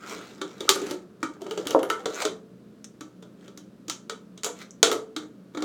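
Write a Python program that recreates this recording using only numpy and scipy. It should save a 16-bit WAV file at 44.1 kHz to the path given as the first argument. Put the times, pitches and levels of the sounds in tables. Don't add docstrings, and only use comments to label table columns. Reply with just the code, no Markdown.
import sys
import numpy as np
from scipy import signal
from scipy.fft import rfft, irfft
from scipy.io import wavfile
from scipy.ndimage import uniform_filter1d

SR = 44100
rng = np.random.default_rng(int(sys.argv[2]) if len(sys.argv) > 2 else 0)


def master_out(mix):
    frames = np.transpose(np.atleast_2d(mix))
    ceiling = np.clip(frames, -1, 1)
    pcm = np.round(ceiling * 32767).astype(np.int16)
    wavfile.write(sys.argv[1], SR, pcm)


N = 248724


def amp(db):
    return 10 ** (np.asarray(db) / 20)


def unit(x):
    return x / np.sqrt(np.mean(x ** 2) + 1e-20)


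def burst(x):
    return x * np.sqrt(.012 * SR / (np.sum(x ** 2) + 1e-20))


def read(points, hz):
    f, value = np.transpose(points)
    return np.interp(np.log(hz + 1), np.log(f + 1), value)


def add(mix, s, sound):
    part = mix[max(round(s * SR), 0):][:len(sound)]
    part += sound[:len(part)]


def colour(x, spectrum, centre_hz=4000, bump_db=0, size=2048):
    hz = abs(np.fft.fftfreq(size, 1 / SR))
    octaves = np.log2((hz + 1) / centre_hz)
    bump = bump_db * np.exp(-(octaves / 0.23) ** 2)
    log_gain = np.log(amp(read(spectrum, hz) + bump))
    taps = np.fft.ifft(np.exp(np.conj(signal.hilbert(log_gain)))).real
    return signal.oaconvolve(x, taps[:size // 2])[:len(x)]


def ring(modes, t, pitch=1, scatter=0., rise=0.00039):
    hz, db, t60 = np.transpose(modes)[:, :, None]
    detune, phase = rng.uniform(-1.183, 1, (2, len(modes), 1))
    clock = np.cumsum(pitch * np.ones(len(t))) / SR
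    waves = np.sin(2 * np.pi * hz * (1 + scatter * detune) * clock + np.pi * phase)
    decay = np.exp(-np.log(1000) * t / t60)
    onset = 1 - np.exp(-t / rise)
    return burst((amp(db) * decay * waves).sum(0) * onset)


def narrow_noise(centre, width, size=N):
    hz = np.fft.rfftfreq(size, 1 / SR)
    resonance = 1 / (1 + (2 * (hz - centre) / width) ** 2)
    return unit(irfft(rfft(rng.standard_normal(size)) * resonance, size))


def fracture(t, fall, flutter_db, flutter_fall, rise=0.0009):
    breaks = np.exp(-(t / fall) ** 2)
    flutter = amp(flutter_db) * np.exp(-t / flutter_fall)
    return rng.standard_normal(len(t)) * (1 - np.exp(-t / rise)) * (breaks + flutter)


# (frequency [Hz], t60 [s])
REVERBERATION = [(250, 0.29), (660, .35), (1700, 0.25), (4500, 0.23), (8000, .25), (15000, 0.16)]
# (frequency [Hz], relative level [dB], t60 [s])
STANDING_WAVES = [(304, 6, 0.38), (397, -7, 0.17), (438.9, -5, 0.75), (573, -2.5, 0.083), (648, -1.5, 0.55),
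                  (713, -3.5, 0.18), (949, -12, .2)]


def reflections(bass_db=1.5, walls_db=-20, size=16384):
    hz, frames, z = signal.stft(rng.standard_normal(size), SR, nperseg=256)
    t60, t = read(REVERBERATION, hz)[:, None], np.arange(size) / SR
    bass = amp(bass_db / (1 + (hz[:, None] / 900) ** 2))
    z = z * np.exp(-np.log(1000) * frames / t60) * bass
    tail = signal.istft(z, SR, nperseg=256)[1][:size]
    tail *= np.clip(t / 0.0026 - .5, 0, 1)
    waves = unit(ring(STANDING_WAVES, t, rise=.008))
    return unit(unit(tail) + amp(walls_db) * waves) / np.sqrt(size)


def room(wet_db, echo_s=0.007, echo_db=-13):
    response = amp(wet_db) * reflections()
    response[0] += 1
    response[round(echo_s * SR)] += amp(echo_db)
    return response


def heard(x, response, db):
    return amp(db) * burst(signal.fftconvolve(x, response))


# (frequency [Hz], relative density [dB per Hz])
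AIR_SPECTRUM = [(25, -36.5), (60, -26.5), (110, -21), (150, -12.5), (190, -10.5), (250, -7.5), (320, -10),
                (430, -14.5), (600, -20.5), (800, -32.5), (1300, -29.5), (2000, -38.5), (4000, -40.5),
                (17000, -55)]


def air(level_db=-52.5):
    hz = np.fft.rfftfreq(N, 1 / SR)
    shaped = rfft(rng.standard_normal(N)) * amp(read(AIR_SPECTRUM, hz))
    return amp(level_db) * unit(irfft(shaped, N))


# (frequency [Hz], width [Hz], level [dB])
FAN_TONES = [(126.2, 8.1, -63.5), (182.6, 8.8, -56), (209, 8.6, -57.5)]


def fan():
    return sum(amp(db) * narrow_noise(centre, width) for centre, width, db in FAN_TONES)


SWELL_DB = 20


def swell(strokes):
    t = np.arange(N) / SR
    level = 0
    for s, db, rise, fall in strokes:
        drop = SWELL_DB * np.maximum((s - t) / rise, (t - s) / fall)
        level = level + amp(db - drop)
    return level


def rub(strokes, spectrum, slips_per_s, spread_db, smooth, patchy_db):
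    strength = amp(spread_db * np.minimum(rng.exponential(1, N), 4))
    slips = (rng.random(N) < slips_per_s / SR) * rng.standard_normal(N) * strength
    z = signal.stft(unit(slips) + smooth * rng.standard_normal(N), nperseg=256)[2]
    patches = uniform_filter1d(rng.standard_normal(z.shape), size=4, axis=0)
    patches = unit(uniform_filter1d(patches, size=14, axis=1))
    patchy = signal.istft(z * amp(patchy_db * patches), nperseg=256)[1][:N]
    return unit(colour(patchy, spectrum)) * swell(strokes)


# (peak time [s], relative groan level [dB], rise [s], fall [s])
HAND_SQUEEZES = [(.12, -43, 0.24, 0.43), (.88, -37.5, .6, 0.13), (1.8, -34.5, .55, 0.19),
                 (2.15, -38, 0.53, 0.24), (3.46, -52, 0.13, 0.12), (4.87, -25.5, 0.012, .11),
                 (5.21, -42.5, 0.035, 0.091), (5.62, -37.5, 0.099, .5)]
# (frequency [Hz], relative density [dB per Hz])
FLEX_SPECTRUM = [(50, -17.5), (150, -22), (260, -7.5), (340, 0.5), (460, 0.5), (600, -11.5), (850, -14.5),
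                 (1300, -13), (1800, -19.5), (3000, -47)]


def squeeze():
    return amp(-5.5) * rub(HAND_SQUEEZES, FLEX_SPECTRUM, slips_per_s=210, spread_db=3.0,
                           smooth=.6, patchy_db=3.5)


# (time [s], length [s], frequency [Hz], level [dB])
BLADE_SQUEAKS = [(0.0, 0.059, 1356, -49.5), (0.679, 0.0099, 1350, -30.5), (2.19, 0.038, 2100, -44)]


def squeak(width_hz=160):
    out = np.zeros(N)
    for s, length, hz, db in BLADE_SQUEAKS:
        count = round(length * SR)
        tone = narrow_noise(hz, width_hz, size=count) * np.hanning(count)
        add(out, s, amp(db) * unit(tone))
    return out


# (peak time [s], relative hiss level [dB], rise [s], fall [s])
BLADE_SCRAPES = [(.12, -35, 0.11, 0.11), (.25, -50.5, 0.14, 0.22), (.92, -39.5, 0.45, 0.032),
                 (1.6, -49, 0.18, 0.19), (1.74, -42, 0.026, 0.0106), (2.225, -28, 0.12, 0.042),
                 (3.455, -56, 0.091, 0.079), (4.62, -39.5, 0.08, 0.03)]
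# (frequency [Hz], relative density [dB per Hz])
SCRAPE_SPECTRUM = [(200, -25.5), (500, 6.5), (900, -2), (1350, 9), (1750, -1.5), (2150, 5.5), (2700, -0.5),
                   (3800, -0.5), (5000, -5.5), (7000, -4.5), (10500, -23), (13000, -16), (17000, -25.5)]
# (frequency [Hz], relative density [dB per Hz])
CRACK_SPECTRUM = [(150, -27.5), (500, -12), (1500, -6.5), (2500, -6.5), (3500, -2), (5000, -4.5),
                  (7000, -1), (8500, -10), (10000, -16), (16000, -28)]


def scrape():
    slide = amp(-3.5) * rub(BLADE_SCRAPES, SCRAPE_SPECTRUM, slips_per_s=700, spread_db=0.5,
                            smooth=1.0, patchy_db=3.0)
    grit = amp(-9.5) * rub(BLADE_SCRAPES, CRACK_SPECTRUM, slips_per_s=130, spread_db=0.5,
                           smooth=.1, patchy_db=5)
    return slide + grit


def friction():
    return signal.oaconvolve(scrape() + squeeze() + squeak(), room(wet_db=-5.5))[:N]


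# (time [s], ring frequency [Hz], ring level [dB], click level [dB])
BLADE_TICKS = [(2.8433, 6360, -45.5, -45.5), (4.7073, 6833, -47, -62)]


def ticks(t, response):
    out = np.zeros(N)
    for s, hz, ring_db, click_db in BLADE_TICKS:
        touch = fracture(t, fall=0.00084, flutter_db=-16.0, flutter_fall=.005)
        band = signal.butter(2, [hz * .83, hz * 1.04], "band", fs=SR, output="sos")
        steel = signal.sosfilt(band, touch)
        click = colour(touch, CRACK_SPECTRUM, 10000, bump_db=4.5)
        add(out, s, heard(steel, response, ring_db) + heard(click, response, click_db))
    return out


# (time [s], level [dB], pitch factor [ratio])
HANDLE_KNOCKS = [(1.748, -10.5, 1.12), (1.7622, -15.5, .95)]
# (frequency before the pitch factor [Hz], relative level [dB], t60 [s])
KNOCK_MODES = [(286.3, -2.5, 0.22), (472, 12, 0.052), (560, 0.5, 0.15), (710, 12, 0.018),
               (810, 14.5, 0.016), (1023, 3, 0.012), (1175, -9, 0.065)]


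def knocks(t, response):
    out = np.zeros(N)
    for s, db, pitch in HANDLE_KNOCKS:
        add(out, s, heard(ring(KNOCK_MODES, t, pitch, rise=.0015), response, db))
    return out


def scissors(size=8000):
    t, response = np.arange(size) / SR, room(wet_db=-9)
    return ticks(t, response) + knocks(t, response)


CRINKLES_PER_S, CRINKLE_SPREAD_DB, CRINKLE_FROM_DB = 24, 2, -56


def crinkles(count=400):
    effort, rows = swell(HAND_SQUEEZES), []
    offsets = np.array([1, -22, -7, 1])
    for k, (when, *luck) in enumerate(rng.random((count, 5))):
        s = (k + when) / CRINKLES_PER_S
        if s * SR < N and effort[int(s * SR)] > amp(CRINKLE_FROM_DB):
            db = 20 * np.log10(effort[int(s * SR)])
            spread = CRINKLE_SPREAD_DB * (2 * np.array(luck) - 1)
            rows.append((s, *(db + offsets + spread)))
    return rows


def tear(t, give):
    out = amp(-4.5) * burst(reflections())
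    crack = fracture(t, fall=0.002 + 0.93 * give, flutter_db=-13.5, flutter_fall=0.012, rise=give)
    add(out, 0, burst(crack))
    return out


# (time [s], crack level [dB], sharp edge level [dB], shell ring level [dB], panel pop level [dB])
WALL_SNAPS = [(0.4153, -21.5, -66, -29.5, -27), (0.606, -21.5, -46, -38.5, -30.5),
              (0.6915, 1, -20, -18, -20), (0.7575, -29, -37.5, -28.5, -27.5), (0.8168, -30, -55, -55, -24),
              (0.91, -23, -39.5, -36.5, -25), (1.2299, -22.5, -58, -22.5, -25),
              (1.4177, -34.5, -52, -51, -31), (1.4656, -35.5, -70, -41, -32),
              (1.51, -24, -48, -34.5, -27.5), (1.5757, -25, -58, -36.5, -24),
              (1.6706, -17.5, -33.5, -33.5, -46), (1.707, -18.5, -35, -34.5, -30),
              (1.8305, -26.5, -36.5, -31, -28), (1.9005, -15.5, -35, -17, -28.5),
              (2.0571, -19, -54, -29.5, -23), (2.2518, -14, -59.5, -26, -20.5),
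              (3.0087, -31, -53.5, -40, -36), (3.2254, -40, -65, -52, -43.5),
              (3.48, -39, -70.5, -49.5, -46.5), (3.5749, -32.5, -51.5, -51.5, -45),
              (3.8816, -26, -49, -46, -36), (3.8977, -15, -40, -34, -51.5), (4.0968, -21, -56.5, -31, -34),
              (4.3764, -34.5, -72.5, -53.5, -55), (4.4338, -18.5, -44.5, -39, -45),
              (4.4445, -13, -31.5, -36, -33), (4.4623, -30.5, -38, -33, -29.5),
              (4.829, 2, -37.5, -18.5, -15.5), (4.9153, -15, -34.5, -22.5, -24),
              (4.9279, -20, -37.5, -33, -24.5), (5.1642, -19.5, -60, -33, -28),
              (5.5487, -36, -63, -38.5, -31.5), (5.5733, -28.5, -58.5, -33, -26.5),
              (5.6229, -23, -55, -33, -26)]
# (start time [s], crack centre [Hz], boost at that centre [dB], nominal panel pitch [Hz])
WALL_GRIPS = [(0, 3600, 11, 368), (.65, 4370, 3.5, 375), (1.1, 1205, 6.5, 344), (1.38, 3020, 10.5, 420.4),
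              (2.0, 3700, 7.5, 440), (2.7, 6370, 4, 332), (3.1, 3430, 8.5, 398), (3.52, 6050, 6, 326.3),
              (4.0, 3460, 6, 415), (4.41, 7140, 8, 451), (4.7, 3530, 4, 437), (5.1, 3750, 9, 330)]
# (frequency [Hz], relative density [dB per Hz])
EDGE_SPECTRUM = [(3000, -28.5), (8000, -17), (9500, 11), (10500, 11), (12000, 10), (15000, -3), (17500, -8)]
# (nominal frequency [Hz], relative level [dB], t60 [s])
NECK_MODES = [(3110, -1, 0.094), (3410, -3.5, 0.097), (3888, -1, .09), (3744, -5.5, 0.067),
              (3775, -12.5, 0.055), (4120, -10.5, 0.025), (4550, 0, 0.054), (5900, -1.5, 0.056),
              (6340, -2.5, 0.058)]
# (nominal frequency [Hz], relative level [dB], t60 [s])
SHELL_MODES = [(908, -7.5, .03), (1185, -4, 0.042), (1310, -7.5, 0.091), (1400, -1.5, 0.03),
               (1600, -10.5, 0.028), (1830, -6, 0.022), (2191, 1.5, 0.012)]
# (nominal multiple of its pitch [ratio], relative level [dB], t60 [s])
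PANEL_MODES = [(.8, -6, 0.052), (1, 4.5, 0.06), (1.2, -12, 0.075), (1.5, -5, 0.054), (1.85, -9, 0.032),
               (2.4, -8, 0.033)]


def snaps(events, pitch_spread, size=5000):
    out, t = np.zeros(N), np.arange(size) / SR
    tighten = 1 + 0.15 * (.5 - np.exp(-t / 0.015))
    for s, crack_db, edge_db, shell_db, pop_db in events:
        grip = sum(s > later[0] for later in WALL_GRIPS[1:])
        _, crack_hz, boost_db, pop_hz = WALL_GRIPS[grip]
        pop_hz = pop_hz * np.exp(pitch_spread * rng.uniform(-0.91, 1))
        give = np.clip(.0004 * amp(-42 - edge_db), .0002, .0025)
        start = s - give / 2
        torn = tear(t, give)
        crack = colour(torn, CRACK_SPECTRUM, crack_hz, boost_db)
        add(out, start, amp(crack_db - 13.0) * burst(crack))
        add(out, start, amp(edge_db - 6.5) * burst(colour(torn, EDGE_SPECTRUM)))
        neck = ring(NECK_MODES, t, scatter=.003, rise=give)
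        shell = ring(SHELL_MODES, t, scatter=.04, rise=0.0026)
        pop = ring(PANEL_MODES, t, pop_hz * tighten, scatter=0.076, rise=0.0036)
        response = room(wet_db=-3.5)
        add(out, start, heard(neck, response, crack_db - 21.5))
        add(out, start, heard(shell, response, shell_db - 3.0))
        add(out, start, heard(pop, response, pop_db + 0.64))
    return out


def scene():
    background = air() + fan()
    cutting = friction() + scissors()
    cutting += snaps(crinkles(), pitch_spread=.2) + snaps(WALL_SNAPS, pitch_spread=0.017)
    bass_cut = signal.butter(1, 110, "high", fs=SR, output="sos")
    return (signal.sosfilt(bass_cut, cutting) + background)[None]


def record(dry, cutoff_hz=17500):
    clipped = dry / (1 + dry ** 8) ** (1 / 8)
    band_limit = signal.firwin(255, cutoff_hz, window=("kaiser", 8), fs=SR)
    return signal.oaconvolve(clipped, band_limit[None], "same")


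dry = scene()
out = record(dry)
master_out(out)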